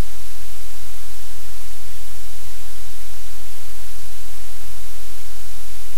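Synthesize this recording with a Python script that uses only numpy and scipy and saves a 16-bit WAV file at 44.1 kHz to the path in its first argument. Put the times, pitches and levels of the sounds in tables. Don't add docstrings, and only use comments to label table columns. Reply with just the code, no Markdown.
import sys
import numpy as np
from scipy import signal
from scipy.fft import rfft, irfft
from scipy.io import wavfile

SR = 44100
rng = np.random.default_rng(int(sys.argv[2]) if len(sys.argv) > 2 else 0)


def waveform_to_disk(signal):
    frames = np.transpose(np.atleast_2d(signal))
    scaled = np.clip(frames, -1, 1) * 32767
    samples = np.round(scaled).astype(np.int16)
    wavfile.write(sys.argv[1], SR, samples)


N = 263277


def gain_of(db):
    return 10 ** (np.asarray(db) / 20)


def unit_rms(x):
    return x / np.sqrt(np.mean(x ** 2) + 1e-20)


def bell(centre_s, half_width_s):
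    return np.exp(-((np.arange(N) / SR - centre_s) / half_width_s) ** 2)


def noise(spectrum):
    hz = np.fft.rfftfreq(N, 1 / SR)
    points_hz, db = np.transpose(spectrum)
    colour = gain_of(np.interp(np.log(hz + 1), np.log(points_hz + 1), db))
    return unit_rms(irfft(rfft(rng.standard_normal(N)) * colour, N))


def drift(rate_hz):
    hz = np.fft.rfftfreq(N, 1 / SR)
    low_pass = (hz > 0) / (1 + (hz / rate_hz) ** 4)
    return unit_rms(irfft(rfft(rng.standard_normal(N)) * low_pass, N))


# centre in seconds, envelope peak in dB, frequency in Hz.
TONE_BURSTS = [(.868, -46.5, 217), (1.632, -51, 203), (5.578, -46, 200)]

def blips():
    t = np.arange(N) / SR
    bursts = np.zeros(N)
    for centre_s, db, hz in TONE_BURSTS:
        envelope = gain_of(db) * bell(centre_s, half_width_s=0.0081)
        bursts += envelope * np.sin(2 * np.pi * hz * (t - centre_s))
    return bursts


# frequency in Hz, relative spectral density in dB.
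RUMBLE_SPECTRUM = [(4, -7), (20, -19), (34, -2), (45, -4), (55, -2.5), (65, -13), (76, -6.5), (88, 0.5),
                   (102, 0), (122, -8.5), (146, -15.5), (165, -33), (240, -38.5), (300, -46)]

def rumble(level_db=-50.5, flutter_db=1.5):
    low_noise = noise(RUMBLE_SPECTRUM)
    flutter = gain_of(flutter_db * drift(rate_hz=7.6))
    return gain_of(level_db) * unit_rms(low_noise * flutter)


# harmonic number, rms level in dB.
HUM_HARMONICS = [(1, -43), (2, -50), (3, -68), (4, -76), (5, -81.5)]
# centre in seconds, change of level in dB.
HUM_DIPS = [(1.8, -5), (3.61, -11), (5.02, 0), (5.22, -6)]

def hum(fundamental_hz=43.066):
    phase = 2 * np.pi * fundamental_hz * np.arange(N) / SR
    wave = -sum(gain_of(db) * np.sqrt(2) * np.sin(k * phase) for k, db in HUM_HARMONICS)
    dip_db = sum(db * bell(centre_s, half_width_s=0.049) for centre_s, db in HUM_DIPS)
    return wave * gain_of(dip_db)


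# frequency in Hz, relative spectral density in dB.
HISS_SPECTRUM = [(220, -35), (280, -21.5), (350, -1.5), (420, 0.5), (1000, 0), (4000, -0.87), (9200, -1.5),
                 (13300, -3), (15600, -6)]
# frequency in Hz, relative spectral density in dB.
FRINGE_SPECTRUM = [(200, -53), (250, -15), (282, 1.5), (330, 2), (400, -13.5), (600, -56)]

def hiss(level_db=-40.5, fringe_db=-61):
    sharpness, bias = 1.57, 0.57
    presence = 1 + np.tanh(sharpness * drift(rate_hz=7.6) + bias)
    steady = gain_of(level_db) * noise(HISS_SPECTRUM)
    fringe = gain_of(fringe_db) * unit_rms(presence * noise(FRINGE_SPECTRUM))
    return steady + fringe


def scene():
    return (hiss() + hum() + rumble() + blips())[None]


def record(dry):
    dc_offset, cutoff_hz = -0.4936, 15720
    taps = signal.firwin(1023, cutoff_hz, window=("kaiser", 9), fs=SR)
    margin = len(taps) // 2
    padded = np.pad(dry + dc_offset, ((0, 0), (margin, margin)), mode="reflect")
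    return signal.oaconvolve(padded, taps[None], "valid")


dry = scene()
out = record(dry)
waveform_to_disk(out)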